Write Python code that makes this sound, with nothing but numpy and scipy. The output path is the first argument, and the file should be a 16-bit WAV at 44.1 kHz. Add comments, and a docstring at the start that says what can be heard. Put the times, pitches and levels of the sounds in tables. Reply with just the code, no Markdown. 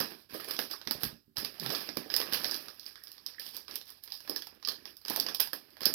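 """A sharp snap and a soft knock: a stiff foil coffee bag with some beans left in it is set down on a
wooden table in a small room, then squeezed flat and rolled shut. Creases snap one by one over a finer
crackle, the walls buckle with hollow thumps, and the table and room answer.
The microphone has two sharp treble resonances; its left port is almost covered."""
import sys
import numpy as np
from scipy import signal
from scipy.fft import rfft, irfft
from scipy.io import wavfile
from scipy.ndimage import uniform_filter1d

SR = 44100
rng = np.random.default_rng(int(sys.argv[2]) if len(sys.argv) > 2 else 0)


def master_out(mix):
    """Clip the mix to full scale and print it as 16-bit PCM to the path in sys.argv[1]."""
    frames = np.transpose(np.atleast_2d(mix))
    ceiling = np.clip(frames, -1, 1)
    pcm = np.round(ceiling * 32767).astype(np.int16)
    wavfile.write(sys.argv[1], SR, pcm)


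N = 261954


def undb(db):
    """Decibels to gain."""
    return 10 ** (np.asarray(db) / 20)


def unit(x):
    """Scale to rms 1."""
    return x / np.sqrt(np.mean(x ** 2))


def at_hz(points, hz):
    """Read (f/Hz, value) points on a log-frequency axis."""
    f, value = np.transpose(points)
    return np.interp(np.log(np.maximum(hz, 1)), np.log(f), value)


def colour(x, points, size=4096):
    """Minimum-phase filter from (f/Hz, gain/dB) points."""
    gain = undb(at_hz(points, np.fft.rfftfreq(size, 1 / SR)))
    cepstrum = irfft(np.log(gain))
    cepstrum[1:size // 2] *= 2
    cepstrum[size // 2 + 1:] = 0
    impulse = irfft(np.exp(rfft(cepstrum)))
    return signal.fftconvolve(x, impulse)[:len(x)]


def add(track, start_s, sound):
    """Mix a sound into the track."""
    i = int(np.clip(start_s * SR, 0, N - 1))
    track[i:i + len(sound)] += sound[:N - i]


def burst(decay_s, rise_s, size=1024):
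    """Noise that swells and dies, spectrum evened out, energy near 1."""
    t = np.arange(size) / SR
    spectrum = rfft(rng.standard_normal(size) * np.exp(-t / decay_s) * (1 - np.exp(-t / rise_s)))
    local_power = uniform_filter1d(abs(spectrum) ** 2, size=size // 32)
    return irfft(spectrum / np.sqrt(local_power))


def grains(per_s, spread_db, decay_s, even_s):
    """Tiny random slips of unequal size, each a short burst; mean power near 1."""
    slips = rng.random(N) < per_s / SR
    power = slips * undb(spread_db * rng.standard_normal(N)) ** 2
    power = signal.lfilter([1], [1, -np.exp(-2 / (decay_s * SR))], power) + 1e-9
    width = int(even_s * SR)
    mean = uniform_filter1d(uniform_filter1d(power, width), width)
    return np.sqrt(power / np.maximum(mean, 1e-9)) * rng.standard_normal(N)


# room air spectrum: f/Hz, level/dB
AIR_SPECTRUM = [(25, -30), (60, 14), (100, 10.5), (300, -6.5), (1000, -27), (5000, -37.5), (16000, -11)]


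def air(common_db=-77):
    """Quiet room air: one noise common to both ports, a weaker one at each."""
    common, *own = (unit(colour(rng.standard_normal(N), AIR_SPECTRUM)) for _ in range(3))
    return undb(common_db) * (common + 0.71 * np.array(own))


# reverberation time: f/Hz, t60/s
ROOM_DECAY = [(150, 0.34), (600, 0.19), (2000, 0.16), (5000, 0.25), (14000, 0.18)]


def room(x, tail_db=-3, late_db=-27, late_t60_s=1.0, shared_hz=450, bands=40):
    """Direct sound plus echoes, diffuse as each crease sounds from a new spot; stereo."""
    def stored(power, t60_s):
        """Band energy held by the room, dying away."""
        keep = np.exp(-2 * np.log(1000) / (t60_s * SR))
        return signal.lfilter([0, 1 - keep], [1, -keep], power)

    hz, spectrum = np.fft.rfftfreq(N, 1 / SR), rfft(x)
    right, own = rfft(rng.standard_normal((2, N)))
    shared = 1 / (1 + (hz / shared_hz) ** 2)  # same bass at both ports
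    field = np.array([shared * right + np.sqrt(1 - shared ** 2) * own, right])
    centres_hz = np.linspace(np.sqrt(110), np.sqrt(15000), bands) ** 2
    tilt = [(200, -1), (2000, 0.01), (5000, 0.015), (12000, -0.5)]
    knots, wet = np.arange(0, N, 1500), 0
    for centre_hz in centres_hz:
        band = np.sqrt(at_hz([(f, float(f == centre_hz)) for f in centres_hz], hz))
        power = irfft(spectrum * band, N) ** 2
        energy = stored(power, at_hz(ROOM_DECAY, centre_hz))
        energy += undb(late_db) ** 2 * stored(power, late_t60_s)
        # echoes reinforce and cancel as the bag moves
        patchy = np.interp(np.arange(N), knots, undb(2.5 * rng.standard_normal(len(knots)) - .6))
        gain = undb(tail_db + at_hz(tilt, centre_hz))
        wet += gain * patchy * np.sqrt(energy) * unit(irfft(field * band, N))
    return (x + wet) / np.sqrt(1 + undb(tail_db) ** 2)


# table top modes: f/Hz, level/dB, t60/s
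WOOD_MODES = [(63, -14.5, 0.11), (135, -7, 0.15), (167, -0.5, 0.15), (228, 5.5, 0.18), (285, -0.5, 0.29),
              (382, 0, 0.3), (528, -11.5, 0.11)]


def table_ring(contact_s, size=8192):
    """A half-sine push rings the table top; longer contact leaves only the low modes."""
    t = np.arange(size) / SR
    ring = sum(undb(db) * np.cos(2 * np.pi * hz * t) * np.exp(-np.log(1000) * t / t60_s)
               for hz, db, t60_s in WOOD_MODES)
    push = np.sin(np.pi * np.minimum(t / contact_s, 1))
    return signal.fftconvolve(ring, push)[:size]


# bag base meets table: t/s, level/dB, contact/s
BASE_KNOCKS = [(.004, -40.5, 0.0023), (0.333, -52, 0.002), (0.869, -47, 0.0023), (0.95, -53, 0.0071),
               (1.033, -42.5, 0.0045), (1.062, -47.5, 0.0082), (1.127, -51.5, 0.0036), (1.279, -63, 0.0021),
               (1.378, -49, 0.008), (1.445, -54.5, 0.0037), (1.971, -41, 0.0012), (5.104, -54, 0.0026)]


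def knocks():
    """The base of the bag bumps the table softly."""
    out = np.zeros(N)
    for start_s, db, contact_s in BASE_KNOCKS:
        ring = table_ring(contact_s)
        add(out, start_s, undb(db) * ring * np.sqrt(0.024 * SR / np.sum(ring ** 2)))
    return out


# bag base slides on table: t/s, slip rate/Hz, level/dB
BASE_DRAG = [(1.595, 225, -53), (1.623, 142, -46.5), (1.66, 113.3, -49), (1.695, 157, -44.5),
             (1.73, 110, -70)]


def drag(contact_s=0.0036, jitter=0.068):
    """The dragged base judders in stick-slip; each slip rings the table."""
    out = np.zeros(N)
    times_s, rates_hz, levels_db = np.transpose(BASE_DRAG)
    t = np.arange(times_s[0], times_s[-1], 1 / SR)
    uneven = unit(uniform_filter1d(rng.standard_normal(N), size=300))[:len(t)]
    rate_hz = np.interp(t, times_s, rates_hz) * (1 + jitter * uneven)
    slips = np.diff(np.floor(np.cumsum(rate_hz) / SR), prepend=0)
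    judder = unit(signal.fftconvolve(slips, table_ring(contact_s))[:len(t)])
    add(out, times_s[0], undb(np.interp(t, times_s, levels_db)) * judder)
    return out


# resting fingers stir the foil: t/s, length/s, crackle/dB, depth/dB
FINGER_HOLDS = [(0, 0.22, -55.5, -1), (.33, 0.79, -57.5, 2.5), (1.37, 1.333, -52.5, 0.5),
                (2.72, 1.26, -59.5, -1.5), (4.07, 0.39, -53, -9), (4.6, 0.45, -61, -5),
                (5.6, .22, -61, 3.5)]
# presses; deep moves the whole bag, shallow only the rim: t/s, length/s, crackle/dB, depth/dB
# gripped and set down from 0 s, squeezed from 1.365 s, rolled from 2.7 s, pinched shut from 5.055 s
FINGER_PRESSES = [ (0, 0.02, -33.5, 4.5), (.095, 0.011, -44.5, 6.5), (.295, 0.053, -48, 2),
                  (.335, 0.017, -38, -3.5), (.395, 0.052, -45, 0), (.475, 0.066, -38.5, 0.5),
                  (.585, 0.045, -37, -2.5), (.7, 0.021, -40.5, -2.5), (.87, 0.15, -49, 5.5),
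                  (1.005, .02, -40.5, -11), (1.028, 0.017, -38.5, 7.5), (1.365, 0.09, -41, 2),
                  (1.535, 0.052, -64.5, 17), (1.61, 0.091, -40, 4), (1.69, 0.077, -35.5, 3),
                  (1.8, 0.078, -44, 2.5), (1.97, 0.047, -48.5, 8.5), (2.11, 0.022, -40, 0),
                  (2.16, 0.064, -37.5, 3.5), (2.265, 0.014, -45.5, 13), (2.32, 0.036, -30.5, 0),
                  (2.4, .17, -38.5, 3), (2.6, 0.052, -48.5, -1), (2.7, 0.14, -56, -4),
                  (2.86, 0.02, -45, -7), (3.03, 0.14, -59, -1), (3.27, 0.027, -49.5, -3),
                  (3.395, 0.031, -42, -12), (3.45, 0.032, -40, -12.5), (3.53, 0.041, -44, -3),
                  (3.685, 0.08, -48.5, 3.5), (3.87, 0.018, -48, -10), (4.025, 0.032, -51.5, -11),
                  (4.12, 0.018, -43.5, -27), (4.24, 0.047, -57.5, 9), (4.295, 0.039, -52, 11.5),
                  (4.355, 0.023, -43.5, -5), (4.47, 0.097, -64.5, 12.5), (4.635, .03, -61, 7),
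                  (4.68, 0.038, -44.5, 3), (4.77, 0.081, -65.5, 14), (4.86, 0.038, -52, 1.5),
                  (5.055, 0.027, -47, 7.5), (5.1, 0.034, -37.5, 3), (5.17, 0.055, -41, 5),
                  (5.26, 0.043, -44.5, 10), (5.4, 0.024, -38.5, 4.5), (5.53, 0.027, -44.5, -1),
                  (5.81, 0.062, -42, 6.5), (5.855, 0.019, -43, 14)]


def finger_drive(attack_s=0.017, press_sag_db_per_s=17, release_db_per_s=268):
    """Drive in dB of crackle, folds and walls: each touch builds, holds and lets go; powers add."""
    t, power = np.arange(N) / SR, np.full((3, N), undb(-100) ** 2)
    for rows, sag_db_per_s in [(FINGER_PRESSES, press_sag_db_per_s), (FINGER_HOLDS, 0)]:
        for start_s, length_s, db, depth_db in rows:
            i, j = np.searchsorted(t, [start_s - attack_s, start_s + length_s + .5])
            age_s = t[i:j] - start_s
            rise = np.clip(.5 + age_s / attack_s, 0, 1)
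            fall = undb(-sag_db_per_s * age_s - release_db_per_s * np.maximum(age_s - length_s, 0))
            fold_db = db - 9.5 + 0.63 * depth_db
            wall_db = db - 10.5 + depth_db
            power[:, i:j] += np.outer(undb([db, fold_db, wall_db]), rise * fall) ** 2
    return 10 * np.log10(power)


# radiation of wrinkles, folds and walls: f/Hz, level/dB
WRINKLE_SPECTRUM = [(900, -11), (1800, -11), (2800, -0.5), (5000, -2.5), (9000, 1.5), (13000, 0),
                    (16000, -4)]
FOLD_SPECTRUM = [(350, -14.5), (750, -5), (1200, 3), (1800, 3), (2400, 9), (3600, -4), (6000, -30)]
WALL_SPECTRUM = [(50, -40), (110, -18), (220, -3.5), (340, 0.5), (600, -5.5), (900, -10), (2000, -12.5),
                 (5000, -77)]


def rustle(crackle_db, fold_db, wall_db, wrinkle_db=-3.5, rub_db=-7):
    """Wrinkles crackle over sliding fingers, larger folds crumple, the walls flutter underneath."""
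    wrinkles = grains(per_s=650, spread_db=6.5, decay_s=.0008, even_s=.03)
    folds = grains(per_s=350, spread_db=5, decay_s=.002, even_s=.025)
    walls = grains(per_s=200, spread_db=4.5, decay_s=.0023, even_s=.024)
    firmness = np.interp(crackle_db, [-58, -40], [.5, 1])  # a light touch mostly slides
    foil = undb(wrinkle_db) * firmness * wrinkles + undb(rub_db) * rng.standard_normal(N)
    crackle = undb(crackle_db) * colour(foil, WRINKLE_SPECTRUM)
    crumple = undb(fold_db - 0.5) * unit(colour(folds + 0.67 * wrinkles, FOLD_SPECTRUM))
    flex = undb(wall_db - 1) * unit(colour(walls, WALL_SPECTRUM))
    return crackle + crumple + flex


# a wall or smaller panel buckles: t/s, level/dB, f/Hz
BUCKLES = [(.003, -41.5, 383), (.348, -38, 382), (0.588, -38, 337), (0.737, -43.5, 1200),
           (0.88, -45.5, 280), (.91, -39, 266), (.95, -45.5, 382), (1.429, -46.5, 290), (1.72, -44, 450),
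           (1.886, -42, 257), (1.968, -35.5, 368), (2.06, -45, 303), (2.201, -34.5, 405), (2.336, -45, 410),
           (2.683, -55, 1140), (2.977, -56, 1562), (3.018, -61, 1720), (3.346, -57, 1810),
           (3.382, -44.5, 1780), (4.295, -37, 393), (4.684, -45.5, 350), (5.102, -38, 285),
           (5.106, -37, 696), (5.177, -38.5, 520), (5.4, -44, 495), (5.533, -40.5, 544)]


def thumps(gain_db=-3, decay_s=0.0037, flutter=0.34, width_hz=420, min_q=1.3, size=4096):
    """A panel pops over, pushes the air once and flutters out, damped by hands and beans."""
    out, t = np.zeros(N), np.arange(size) / SR
    for start_s, db, hz in BUCKLES:
        push = flutter * rng.standard_normal(size) * np.exp(-t / decay_s)
        push[0] += 3  # the pop
        b, a = signal.iirpeak(hz, max(hz / width_hz, min_q), fs=SR)
        ring = signal.lfilter(b, a, signal.lfilter(b, a, push))
        add(out, start_s, undb(db + gain_db) * ring * np.sqrt(0.018 * SR / np.sum(ring ** 2)))
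    return out


# radiation of a crease's tick: f/Hz, level/dB
TICK_SPECTRUM = [(2000, -52.5), (5000, -11.5), (8000, 0), (12000, 1), (16000, -1.5)]


def creases(rows, gain_db=1, ring_s=0.0016, tick_s=0.00072, rise_s=0.00042):
    """A crease lets go with a sharp tick; its panel rings briefly at pitches of its own."""
    out, hz = np.zeros(N), np.geomspace(80, 16000, num=44)
    for start_s, db, body_db, bright_db in rows:
        ripple_db = 3.5 * np.clip(rng.standard_normal(len(hz)), -1.5, 1.5) - 1
        shape = [(80, body_db - 23), (300, body_db - 14), (1400, body_db - 6),
                 (4500, -3), (6500, 0.5), (12000, -18.5)]
        panel = np.column_stack([hz, at_hz(shape, hz) + ripple_db])
        bounce_s = 0.0072 * rng.uniform(0.97, 1.3)  # echo off the table
        neighbour_s = 0.0023 + rng.exponential(0.007)  # sets off the next crease
        for delay_s, part_db in [(0, 0), (bounce_s, -11), (neighbour_s, -17)]:
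            gain = undb(db + gain_db + part_db) * np.sqrt(0.0028 * SR)
            ring = colour(burst(ring_s, rise_s), panel, size=1024)
            tick = colour(burst(tick_s, rise_s), TICK_SPECTRUM, size=512)
            add(out, start_s + delay_s, gain * (ring + undb(bright_db - 5) * tick))
    return out


def small_snaps(crackle_db, per_s=14, lift_db=4, body_db=2.5, spread_db=3, count=200):
    """Small creases give way at random, as loud as the fingers are working."""
    times_s = np.cumsum(rng.exponential(size=count)) / per_s
    scatter_db = spread_db * np.clip(rng.standard_normal((count, 3)), -2, 2)
    rows = [(s, crackle_db[int(s * SR)] + lift_db + level, body_db + body, bright)
            for s, (level, body, bright) in zip(times_s, scatter_db) if s * SR < N]
    return creases(rows)


# large creases: t/s, level/dB, body near 1.4 kHz/dB, brightness near 13 kHz/dB
LARGE_CREASES = [(.0021, -25.5, 8, 6), (.3985, -45, 23, -11), (.509, -32, 12, 7.5), (.5648, -31, -8.5, -14),
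                 (.5906, -22, 9, -1.5), (.7116, -36, -4, 2), (.8142, -39, 7, -11), (.873, -26.5, 5, -10.5),
                 (.91, -26.5, 10, 8), (1.0334, -26, 9, 8.5), (1.369, -29.5, 2.5, -2.5),
                 (1.3829, -31.5, 7.5, 5.5), (1.4478, -26.5, 2.5, -0.5), (1.5978, -29, -16, -1.5),
                 (1.6613, -29, 11, -1), (1.7026, -26, 7, -18), (1.749, -27, 5.5, -12),
                 (1.8897, -32, 9, -19), (1.9703, -27.5, 7, 2.5), (2.101, -33, 12, -10),
                 (2.1396, -21, 4.5, -3), (2.1638, -20.5, -6, 5.5), (2.2009, -28, 8, 0),
                 (2.2143, -28.5, 9, -5), (2.3236, -34, 12, -12), (2.3337, -21, 0, -1.5),
                 (2.4443, -22, 3.5, -7), (2.5116, -26.5, -29, -2), (2.5434, -24, -11, -7),
                 (2.6833, -37, 10, -5), (2.7958, -35.5, -25, -5), (2.8627, -37.5, -7, -18),
                 (2.9563, -41.5, 8, -6), (3.0366, -54, 8, 19), (3.071, -42, -1, -5), (3.1172, -40, -8, 2.5),
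                 (3.18, -46.5, 6, -8), (3.2631, -30.5, -5.5, -1), (3.3961, -38, 6.5, 7.5),
                 (3.5663, -31.5, -30, 3), (3.681, -37, 4.5, -9), (3.7105, -36, -10, -7),
                 (3.7561, -29.5, -7, 6.5), (3.813, -36.5, -3, -9), (3.903, -50, 13, 14),
                 (4.0368, -48, -12, 15), (4.076, -42, 4.5, -12), (4.1205, -32, -5, -6), (4.204, -46, 9, 4),
                 (4.276, -40.5, 11, -1), (4.2956, -31, 3, 7.5), (4.3615, -27, 2.5, 0),
                 (4.4212, -34.5, 1.5, -4), (4.4699, -38, 8, 0), (4.6262, -43, 11, -8),
                 (4.6489, -28, -9, -27), (4.6736, -31, 6, 2), (4.6859, -22.5, 0.5, -3),
                 (4.8545, -34.5, 6, -7), (4.9683, -47.5, -1, 8), (5.0503, -36, -1.5, -4),
                 (5.082, -27, 0, -5), (5.0992, -26, -3, 6), (5.161, -28, 9.5, 10),
                 (5.1991, -17, -20.5, -2.5), (5.2644, -27, 3, -6), (5.2858, -28, 6.5, -12),
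                 (5.3465, -27.5, 1.5, 5.5), (5.3986, -24, 0.5, -2), (5.4027, -20.5, -2, 10),
                 (5.473, -39, 13.5, 6), (5.532, -33, 14.5, 10.5), (5.7685, -49, 17.5, 1),
                 (5.8066, -36, 9, 1), (5.8328, -31.5, 4.5, -6), (5.8551, -18.5, -2.5, 6.5),
                 (5.9392, -16, -16.5, 1.5)]


def large_snaps():
    """The large creases snap through one by one."""
    return creases(LARGE_CREASES)


def scene(beamed_db=-11):
    """Bag in the room, table close by, still air; snapping panels beam some sound straight ahead."""
    crackle_db, fold_db, wall_db = finger_drive()
    snaps = large_snaps()
    bag = snaps + thumps() + rustle(crackle_db, fold_db, wall_db)
    close = air() + knocks() + drag() + undb(beamed_db) * snaps
    return room(bag + small_snaps(crackle_db)) + close


# microphone port responses: f/Hz, gain/dB
COVERED_PORT = [(60, -2), (250, -8.5), (500, -12), (1000, -17), (2300, -30.5), (5600, -36.5), (7100, -34.5),
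                (8800, -32), (11000, -19), (13300, -17.5), (15000, 0.5), (16000, -70)]
OPEN_PORT = [(100, 3), (1300, 3), (1450, -0.5), (1680, 7), (2100, -1.5), (3500, 7), (4400, 10.5),
             (5080, 16), (5600, 7), (6300, -9), (7100, -17.5), (8500, -8.5), (13300, 9), (16000, -4.5)]


def record(dry, lag_s=0.00012, hiss_db=-86, low_cut_hz=42, high_cut_hz=16300):
    """Right port rings at 5 and 13 kHz; covered left is late and muffled; faint hiss, band limits."""
    left = np.pad(colour(dry[0], COVERED_PORT), (int(lag_s * SR), 0))[:N]
    right = colour(dry[1], OPEN_PORT)
    ports = np.array([left, right]) + undb(hiss_db) * rng.standard_normal((2, N))
    low_cut = signal.butter(2, low_cut_hz, "high", fs=SR, output="sos")
    high_cut = signal.ellip(10, .2, 90, high_cut_hz, fs=SR, output="sos")
    return signal.sosfilt(high_cut, signal.sosfilt(low_cut, ports))


dry = scene()
out = record(dry)
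master_out(out)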